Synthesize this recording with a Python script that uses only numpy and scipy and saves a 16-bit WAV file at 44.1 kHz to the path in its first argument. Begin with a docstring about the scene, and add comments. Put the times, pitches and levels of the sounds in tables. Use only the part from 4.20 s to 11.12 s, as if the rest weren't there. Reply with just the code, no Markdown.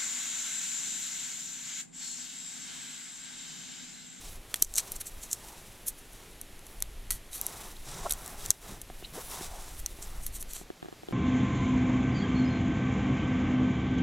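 """Peeling garlic on a river bank

Garlic is peeled and cut with a small knife close to a body-worn camera. Dry skin snaps and tears
as its fibres break, the stalk rings, jacket sleeves rub and squeak, and light wind rumbles on the
microphone ports. Gain control ducks after the loudest snaps. Knocks ring the camera housing,
most of them near the end, where the handling gives way to quiet reeds."""
import sys
import numpy as np
from scipy import signal
from scipy.fft import rfft, irfft, next_fast_len
from scipy.io import wavfile
from scipy.ndimage import uniform_filter1d

SR = 44100
rng = np.random.default_rng(int(sys.argv[2]) if len(sys.argv) > 2 else 0)


def dump_mix(stems):
    """Bounce the given channels to the path in sys.argv[1] as a 16-bit WAV at rate SR."""
    frames = np.atleast_2d(stems).T  # one column per channel
    limited = np.clip(frames, -1, 1)  # hard clip at full scale
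    pcm = np.round(limited * 32767).astype(np.int16)
    wavfile.write(sys.argv[1], SR, pcm)


N = 305389
TIME_S = np.arange(N) / SR


def from_db(db):
    """Decibels to gain."""
    return 10 ** (np.asarray(db) / 20)


def rms_one(x):
    """Scale to rms 1."""
    return x / np.sqrt(np.mean(x ** 2) + 1e-20)


def in_time(rows):
    """Columns of a time curve at every sample."""
    time_s, *columns = np.transpose(rows)
    return [np.interp(TIME_S, time_s, column) for column in columns]


def add(out, start_s, sound):
    """Mix a sound in from start_s."""
    start = max(round(start_s * SR), 0)
    out[..., start:start + sound.shape[-1]] += sound[..., :N - start]


def band(x, low_hz, high_hz, order=2):
    """Causal band-pass."""
    return signal.sosfilt(signal.butter(order, [low_hz, high_hz], "band", fs=SR, output="sos"), x)


def resonance(x, hz, width_hz):
    """Two-pole resonance, peak gain 1."""
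    r = np.exp(-np.pi * width_hz / SR)
    feedback = [1, -2 * r * np.cos(2 * np.pi * hz / SR), r * r]
    return signal.lfilter(np.array([1, 0, -1]) * (1 - r * r) / 2, feedback, x)


def drift(rate_hz):
    """Random wander, rms 1."""
    knots = rng.standard_normal(int(N / SR * rate_hz) + 2)
    return rms_one(np.interp(TIME_S * rate_hz, np.arange(len(knots)), knots))


def coloured(x, spectrum):
    """Filter by a spectrum that rolls off past its ends; rms 1."""
    hz, db = np.transpose(spectrum)
    size = next_fast_len(N)
    bins_hz = np.maximum(np.arange(size // 2 + 1) * SR / size, 1)
    outside = np.maximum(np.maximum(hz[0] / bins_hz, bins_hz / hz[-1]), 1)
    gain = from_db(np.interp(np.log(bins_hz), np.log(hz), db)) / outside ** 2
    return rms_one(irfft(rfft(x, size) * gain, size)[..., :N])


def friction(count, slips_per_s, spread_db, hiss):
    """Tiny random slips over a smooth hiss; rms 1."""
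    slips = (rng.random(count) < slips_per_s / SR) * rng.choice([-1, 1], count)
    sizes = from_db(spread_db * np.minimum(rng.exponential(1, count), 4))
    return rms_one(rms_one(slips * sizes) + hiss * rng.standard_normal(count))


def wind(trim_db=-1, flutter_db=1.5):
    """Bell-shaped gusts over a light breeze rumble on the microphone ports."""
    # gusts: peak_s, sigma_s, level_db
    gusts = [(0.135, 0.08, -43.5), (0.476, 0.041, -35), (0.737, 0.042, -43.5), (0.972, 0.037, -41.5),
             (2.65, 0.065, -39), (2.77, 0.061, -40), (2.939, 0.028, -34), (3.582, 0.092, -43.5),
             (3.88, 0.057, -37), (4.255, 0.076, -47), (4.568, .04, -45.5), (5.308, 0.064, -43),
             (5.59, 0.085, -40), (6.03, 0.17, -36.5)]
    # breeze between gusts: time_s, level_db
    breeze = [(0, -52.5), (1.6, -53.5), (3.1, -51.5), (4.9, -48.5), (6.4, -49), (6.62, -70), (6.9, -61)]
    # rumble spectrum: freq_hz, gain_db
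    spectrum = [(14, 1), (24, -1), (40, -4.5), (60, -12.5), (100, -22), (180, -35), (400, -60)]
    gust_power = sum(from_db(db) ** 2 * np.exp(-((TIME_S - peak_s) / sigma_s) ** 2)
                     for peak_s, sigma_s, db in gusts)
    envelope = np.sqrt(gust_power + from_db(in_time(breeze)[0]) ** 2)
    return envelope * from_db(trim_db + flutter_db * drift(22)) * coloured(rng.standard_normal(N), spectrum)


def foliage(bank_db=-59):
    """The soft, centred hush of the grassy bank fades out, leaving reeds across the water."""
    # air over the bank: freq_hz, gain_db
    bank_spectrum = [(100, 2.5), (250, -15), (380, -1.5), (480, -15), (850, -17), (1250, -37), (1800, -11),
                     (3200, -11.5), (5000, -23), (10000, -14.5), (12000, -14), (16000, -42)]
    # reed rustle: freq_hz, gain_db
    reed_spectrum = [(60, 3), (250, 1.5), (350, -0.5), (650, -3), (1000, -7), (2500, -8.5), (4000, -10),
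                     (5000, -13), (7300, -13), (9000, -18.5), (11000, -16), (13000, -19), (16000, -31)]
    # reed loudness: time_s, level_db
    reed_levels = [(6.2, -55), (6.43, -54.5), (6.55, -56), (6.7, -54.5), (6.9, -53.5)]

    def hush(spectrum, side_db):
        mid, side = coloured(rng.standard_normal((2, N)), spectrum)
        return mid + from_db(side_db) * side * [[1], [-1]]

    bank = from_db(bank_db) * np.interp(TIME_S, [6.25, 6.46], [1, 0]) * hush(bank_spectrum, side_db=-47)
    return bank + from_db(in_time(reed_levels)[0]) * hush(reed_spectrum, side_db=-18.5)


def stroke_gains(arch=0.44, fidget_bright_db=3.5):
    """Gains of rub, swish and hiss: each stroke speeds up and slows down, over constant fidgeting."""
    # sleeve and finger strokes: start_s, length_s, rub_db, swish_rel_db, hiss_rel_db
    strokes = [(0, .11, -56, 7.5, 0.5), (0.08, .1, -60, 3.5, 3.5), (0.28, 0.29, -58.5, 5, 1.5),
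               (0.53, 0.26, -54.5, 1.5, -1.5), (0.982, 0.59, -60.5, 2.5, -8), (1.24, 0.11, -59.5, 4.5, 2),
               (1.9, .24, -61, 0, -6), (2.45, 0.15, -60.5, -3.5, 1.5), (3.17, 0.2, -51, 1.5, -2),
               (3.28, .26, -49.5, -1.5, -4.5), (3.638, .33, -47.5, 1, -10), (3.92, 0.29, -49.5, -3.5, -4.5),
               (4.17, 0.19, -50.5, 2.5, -2), (4.41, 0.18, -51, -3, -8), (4.931, 0.1, -46.5, -0.5, -3),
               (5.0, .25, -54, 2, 5), (5.09, .2, -47.5, 4, -3), (5.19, .42, -54.5, 1, -6),
               (5.76, 0.29, -55, -1.5, -3.5)]
    # fingers shifting on the clove: time_s, rub_db
    fidget = [(0.2, -71), (1.0, -62.5), (1.7, -68), (2.2, -72), (2.75, -72), (3.05, -77), (3.4, -63.5),
              (4.4, -63), (4.65, -71.5), (4.85, -62.5), (5.7, -64), (6.25, -70), (6.42, -69)]
    gains = from_db(in_time(fidget)[0] + np.array([[0], [fidget_bright_db], [fidget_bright_db]]))
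    for start_s, length_s, rub_db, swish_rel_db, hiss_rel_db in strokes:
        during = (TIME_S > start_s) & (TIME_S < start_s + length_s)
        speed = np.abs(np.sin(np.pi * (TIME_S[during] - start_s) / length_s)) ** arch
        peaks = from_db(rub_db + np.array([[0], [swish_rel_db], [hiss_rel_db]]))
        gains[:, during] = np.hypot(gains[:, during], speed * peaks)
    return gains


def sleeves(flutter_db=1.66, tick_db=-7, side_db=-26):
    """Cloth and fingers slide: dull rub, grainy swish and fine hiss with stray ticks of dry skin."""
    # spectra of the three friction layers: freq_hz, gain_db
    rub_spectrum = [(70, 2), (130, 5), (220, -3), (300, -5), (405, 2.5), (490, -3), (740, 2.5), (1150, -1),
                    (1400, -2.5), (1700, -6.5), (2150, -7), (3000, -27)]
    swish_spectrum = [(1700, -8.5), (2500, -3), (3200, -2), (3800, 2), (4400, -2.5), (5100, -0.5),
                      (5800, 2.5), (6600, 0.5), (7500, 2.5), (9000, 0), (10500, -27)]
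    hiss_spectrum = [(8000, -44), (9800, 6.5), (11500, 1), (13500, 0.5), (15500, -6), (16500, -10)]
    rub_gain, swish_gain, hiss_gain = stroke_gains()
    weave = friction(N, slips_per_s=3500, spread_db=3, hiss=1.15) * from_db(flutter_db * drift(70))
    rub = coloured(friction(N, slips_per_s=900, spread_db=2.5, hiss=1.22), rub_spectrum)
    side = from_db(side_db) * coloured(rng.standard_normal(N), rub_spectrum) * [[1], [-1]]
    ticks = rms_one(band(friction(N, slips_per_s=89, spread_db=0, hiss=0), 5600, 15000))
    hiss = coloured(weave, hiss_spectrum) + from_db(tick_db) * ticks
    out = rub_gain * (rub + side) + swish_gain * coloured(weave, swish_spectrum) + hiss_gain * hiss
    return out * np.interp(TIME_S, [6.39, 6.46], [1, 0])


def skin(force, level_db, body_rel_db, flake_hz, top_curve, hold_samples, soft_hz=9000):
    """A force rings a dry flake; each band gets the energy of its level held for hold_samples."""
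    # body, lower treble, treble and top of the skin: low_hz, high_hz
    bands = [(1100, 3170), (3200, 4640), (5600, 9080), (9500, 14200)]
    lower_treble_rel_db = -1.5 + 0.58 * body_rel_db
    top_rel_db = np.interp(flake_hz, *np.transpose(top_curve))
    gains = from_db(level_db + np.array([body_rel_db, lower_treble_rel_db, 0, top_rel_db]))
    ringing = force + 0.89 * resonance(force, flake_hz, width_hz=450)
    pole = np.exp(-2 * np.pi * soft_hz / SR)
    softened = signal.lfilter([1 - pole], [1, -pole], ringing)
    parts = [band(softened, *edges_hz, order) for edges_hz, order in zip(bands, [2, 4, 4, 4])]
    return sum(gain * part * np.sqrt(hold_samples / np.sum(part ** 2)) for gain, part in zip(gains, parts))


def snaps(crack=0.82, lead_in_db=-27, lead_in_s=0.00061, echo_db=-27, echo_s=0.0048):
    """After a faint, very short hiss a fibre breaks and splinters; hands and ground echo faintly."""
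    # skin breaks: break_s, treble_db (over 1 ms), splinter_ms, flake_hz, body_rel_db
    breaks = [(0.342, -23, 0.9, 9150, -7.5), (0.3583, -37, 1.6, 9700, -10),
              (0.4217, -28, 0.43, 11000, -15.5), (0.4236, -18, 1.5, 10900, -24),
              (0.4241, -12.5, 1.5, 5700, -25.5), (0.447, -24.5, 1.3, 7400, -33),
              (0.5392, -27.5, 1.6, 7700, -24), (0.5507, -33, 0.9, 6400, -25), (0.5563, -22, 1.4, 6400, -32),
              (0.564, -23, 3.4, 7500, -28), (0.5743, -25, 1.3, 7600, -24), (0.5803, -24.5, 1.1, 10520, -14),
              (0.5828, -15.5, 5.3, 5460, -16), (0.5955, -27.5, 3.5, 7000, -10), (0.603, -28, 1, 8200, -16),
              (0.7191, -34, 0.89, 11400, -16), (0.8137, -37.5, 3.4, 9700, -5.5),
              (1.1137, -29, 1.2, 7200, -30), (1.1302, -18.5, 1.2, 7300, -29), (1.669, -43, 1.5, 11000, -27),
              (1.683, -28, 3.5, 11100, -27), (2.2141, -37, 1.4, 10800, -21),
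              (2.3925, -49.5, 0.5, 10000, -13), (2.467, -44, 2, 9900, -15), (2.604, -42.5, 0.7, 10400, -20),
              (2.6235, -21.5, 1.2, 9500, -18), (2.9055, -26, 0.4, 10000, -7),
              (2.9079, -27.5, 2.8, 9900, -9), (2.91, -25, 1.3, 9900, -12), (2.9209, -32, 0.9, 10000, -19),
              (3.131, -39, 3, 8400, -10), (3.2135, -29.5, 0.65, 11400, -27), (3.2657, -28, 1.3, 11100, -29),
              (3.896, -35, 2.8, 10400, -11), (3.909, -25, 1.4, 10400, -27),
              (3.9227, -23.5, 0.78, 10400, -18), (3.9355, -30.5, 1.2, 8500, -19),
              (4.0615, -36, 1.82, 8400, -21), (4.078, -36, 1, 9000, -24), (4.261, -28.5, 0.5, 7600, -22),
              (4.3047, -13.5, 0.28, 8000, -32), (4.3057, -12.5, 1.1, 6200, -24.5),
              (4.3134, -23, 1.9, 6500, -14), (4.6155, -36, 2.8, 10100, -16), (5.6612, -21, 2.4, 5940, -22),
              (5.8257, -34, 2, 7400, -22), (6.0651, -33, 0.62, 11700, -10.5),
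              (6.2264, -36.5, 1.7, 10600, -9.5), (6.3344, -36.5, 0.5, 10800, -15),
              (6.3646, -36, 2.2, 7000, -8)]
    # small, high flakes give off more top: flake_hz, top_rel_db
    top_curve = [(7300, -8.5), (11500, 8.5)]
    out, lead = np.zeros(N), SR // 100
    t = np.arange(-lead, 4 * lead) / SR
    for break_s, treble_db, splinter_ms, flake_hz, body_rel_db in breaks:
        lead_in = from_db(lead_in_db) * np.exp(-np.abs(t) / lead_in_s)
        splinter = np.exp(-np.abs(t) / (splinter_ms / 1000))
        echo = from_db(echo_db) * np.exp(-np.abs(t) / echo_s)
        envelope = np.where(t < 0, lead_in, splinter + echo)
        force = envelope * friction(len(t), slips_per_s=7000, spread_db=3.5, hiss=0.88)
        force[lead] = crack * np.sqrt(np.sum(force ** 2))   # the break itself
        add(out, break_s + t[0], skin(force, treble_db, body_rel_db, flake_hz, top_curve, SR / 1000))
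    return out


def stalk():
    """A break in the woody stalk leaves a short ring."""
    # stalk rings: start_s, level_db, pitch_hz, t60_s
    rings = [(0.342, -18, 3360, .011), (0.342, -24, 1960, .007), (2.624, -33, 3520, .008),
             (2.623, -36, 2040, 0.0071), (2.907, -42, 1950, .12), (3.131, -36, 3880, .02),
             (3.9076, -25, 3700, 0.013)]
    out, t = np.zeros(N), np.arange(SR // 8) / SR
    for start_s, level_db, pitch_hz, t60_s in rings:
        add(out, start_s, from_db(level_db - 60 * t / t60_s) * np.sin(2 * np.pi * pitch_hz * t))
    return out


def tears(edge_db=-16, stop_s=0.0024):
    """Skin peels in a dense run of micro-fractures that swells and dies."""
    # skin tears and blade scrapes: peak_s, swell_s, fall_s, treble_db, flake_hz, body_rel_db
    peels = [(0.362, 0.0034, .012, -43, 7700, -15), (0.434, 0.0066, 0.022, -34, 7900, -21),
             (0.588, .035, 0.024, -29.5, 6100, -15), (0.679, .01, .012, -49, 6200, -6),
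             (0.72, .008, .014, -45, 9800, -17), (0.763, 0.015, .011, -39.5, 7640, -24),
             (0.812, 0.013, .01, -39, 10200, -12), (0.869, 0.015, 0.029, -40, 7800, -21),
             (1.033, 0.024, 0.035, -42, 7200, -17), (1.131, 0.029, 0.02, -35, 7100, -28),
             (1.681, 0.02, 0.026, -35.5, 10200, -19.5), (1.788, 0.013, .018, -55.5, 10600, -18),
             (1.93, 0.014, 0.018, -56.5, 10600, -20), (2.914, 0.0057, 0.065, -42.5, 10100, -9),
             (3.152, .04, 0.057, -42.5, 9900, -9.5), (3.911, 0.012, 0.014, -33, 7850, -11),
             (5.6, 0.039, .01, -49, 10600, -13), (5.827, .013, 0.028, -43, 7000, -25),
             (6.034, .025, 0.041, -48, 8300, -26), (6.068, .009, 0.024, -46, 10300, -13),
             (6.159, 0.035, 0.029, -42.5, 8450, -14), (6.212, 0.02, .014, -44, 10200, -25),
             (6.31, 0.03, 0.04, -46.5, 7650, -13), (6.352, .027, 0.081, -43, 7400, -12.5)]
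    # brightness by flake pitch: flake_hz, top_rel_db
    top_curve = [(6200, -8), (8000, -1), (10600, 5)]
    out = np.zeros(N)
    for peak_s, swell_s, fall_s, treble_db, flake_hz, body_rel_db in peels:
        t = np.arange(SR // 6) / SR - swell_s
        pull = from_db(np.interp(t, [-swell_s, 0, fall_s], [edge_db, 0, edge_db]))
        pull *= np.exp(-np.maximum(t - fall_s, 0) / stop_s)
        force = pull * friction(len(t), slips_per_s=1600, spread_db=3, hiss=0.95)
        tear = skin(force, treble_db, body_rel_db, flake_hz, top_curve, np.sum(pull ** 2))
        add(out, peak_s - swell_s, tear)
    return out


def knocks(trim_db=4, vary_db=2.5, onset_s=0.00019):
    """The camera housing rings briefly; a sideways knock drives the two microphones out of phase."""
    # knocks on the camera: start_s, level_db, contact_hz
    hits = [(0.424, -41.5, 150), (4.700, -37, 700), (4.825, -40, 700), (5.210, -33, 600),
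            (5.787, -42.5, 120), (6.363, -43, 2500), (6.413, -38.5, 404), (6.502, -28.5, 915),
            (6.627, -30.5, 1000), (6.646, -36, 700), (6.657, -34.5, 700), (6.685, -33.5, 700),
            (6.726, -34, 800), (6.833, -35.5, 2500), (6.886, -29, 1000), (6.909, -33, 700)]
    # housing modes: pitch_hz, gain_db, t60_s
    modes = [(150, -4, 0.021), (360, 1, 0.029), (730, -1.5, 0.027), (1150, -2.5, 0.0095), (1710, -1, 0.01),
             (3300, 7, 0.0039)]
    # late knocks come from the side: time_s, phase_between_mics_deg
    sideways = [(6.31, 0), (6.52, 127)]
    out, t = np.zeros((2, N)), np.arange(SR // 20) / SR
    for start_s, level_db, contact_hz in hits:
        shift_rad = np.radians(np.interp(start_s, *np.transpose(sideways))) / 2 * np.array([[1], [-1]])
        ring = np.zeros((2, len(t)))
        for k, (pitch_hz, gain_db, t60_s) in enumerate(modes):
            decay = from_db(gain_db + vary_db * rng.standard_normal() - 60 * t / t60_s)
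            drive = (-1) ** k / np.hypot(1, pitch_hz / contact_hz)   # soft contact dulls high modes
            ring += drive * decay * np.sin(2 * np.pi * pitch_hz * t + shift_rad)
        ring *= 1 - np.exp(-t / onset_s)
        add(out, start_s, ring * from_db(level_db + trim_db) / np.abs(ring).max())
    return out


def squeaks(creak_s=3.864, creak_sigma_s=0.0055):
    """Stick-slip of cloth sings in one resonance; a sleeve rubbing on the camera creaks in several."""
    # cloth squeaks and scuffs: peak_s, sigma_s, pitch_hz, width_hz, level_db
    scuffs = [(1.286, 0.098, 790, 250, -57.5), (3.567, 0.0018, 3800, 600, -48),
              (3.76, 0.057, 140, 56, -50.5), (4.295, 0.016, 88, 52.3, -44.5),
              (4.514, 0.019, 119, 168, -46.5), (4.846, 0.0075, 2880, 500, -47.5),
              (4.851, .0067, 3870, 360, -43.5), (5.151, .05, 970, 340, -52),
              (5.351, 0.046, 730, 270, -49.5)]
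    # creak resonances: pitch_hz, width_hz, level_db
    creak_modes = [(410, 30, -42.5), (687, 35, -31), (1064, 83, -35), (1370, 120, -41)]
    creak = [(creak_s, creak_sigma_s, *mode) for mode in creak_modes]
    out, t = np.zeros(N), np.arange(-SR // 10, SR // 10) / SR
    for peak_s, sigma_s, pitch_hz, width_hz, level_db in scuffs + creak:
        swell = np.exp(-(t / sigma_s) ** 2 / 2)
        tone = resonance(rng.standard_normal(len(t)), pitch_hz, width_hz)
        squeak = swell * resonance(tone, pitch_hz, 2 * width_hz)
        add(out, peak_s + t[0], from_db(level_db) * rms_one(squeak) * np.sqrt(np.mean(swell ** 2)))
    return out


def cuff(unevenness=0.16, overtone=0.43, flutter_db=3.6):
    """Threads catch at an uneven, rising rate: a short rough zip."""
    # cuff sliding over its weave: time_s, threads_per_s, level_db
    slide = [(4.9, 68, -77), (4.93, 109, -50), (4.955, 188, -48.5), (4.975, 395, -44.5),
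             (4.995, 520, -47.5), (5.02, 530, -62), (5.05, 790, -90)]
    threads_per_s, level_db = in_time(slide)
    phase = 2 * np.pi * np.cumsum(threads_per_s * np.exp(unevenness * drift(500))) / SR
    buzz = (np.sin(phase) + overtone * np.sin(2 * phase)) * from_db(flutter_db * drift(200))
    during = (TIME_S > slide[0][0]) & (TIME_S < slide[-1][0])
    return during * from_db(level_db) * rms_one(buzz)


def scene():
    """Hands work straight in front of the microphones, amid wind and foliage."""
    return snaps() + stalk() + tears() + squeaks() + cuff() + sleeves() + knocks() + wind() + foliage()


def record(dry, threshold_db=-19, release_db_per_s=55, late_s=0.0074, attack_s=0.0019, cutoff_hz=15850):
    """Gain control ducks late after a loud snap and recovers slowly; the top is cut."""
    power = np.maximum(uniform_filter1d(dry.mean(axis=0) ** 2, size=88), 1e-12)
    over_db = np.maximum(10 * np.log10(power) - threshold_db, 0)
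    release_db = release_db_per_s * TIME_S
    held_db = np.maximum.accumulate(over_db + release_db) - release_db
    pole = np.exp(-1 / (attack_s * SR))
    duck_db = signal.lfilter([1 - pole], [1, -pole], np.interp(TIME_S - late_s, TIME_S, held_db))
    lowpass = signal.ellip(10, .2, 85, cutoff_hz, fs=SR, output="sos")
    return signal.sosfilt(lowpass, np.clip(dry * from_db(-duck_db), -1, 1))


dry = scene()
out = record(dry)
dump_mix(out)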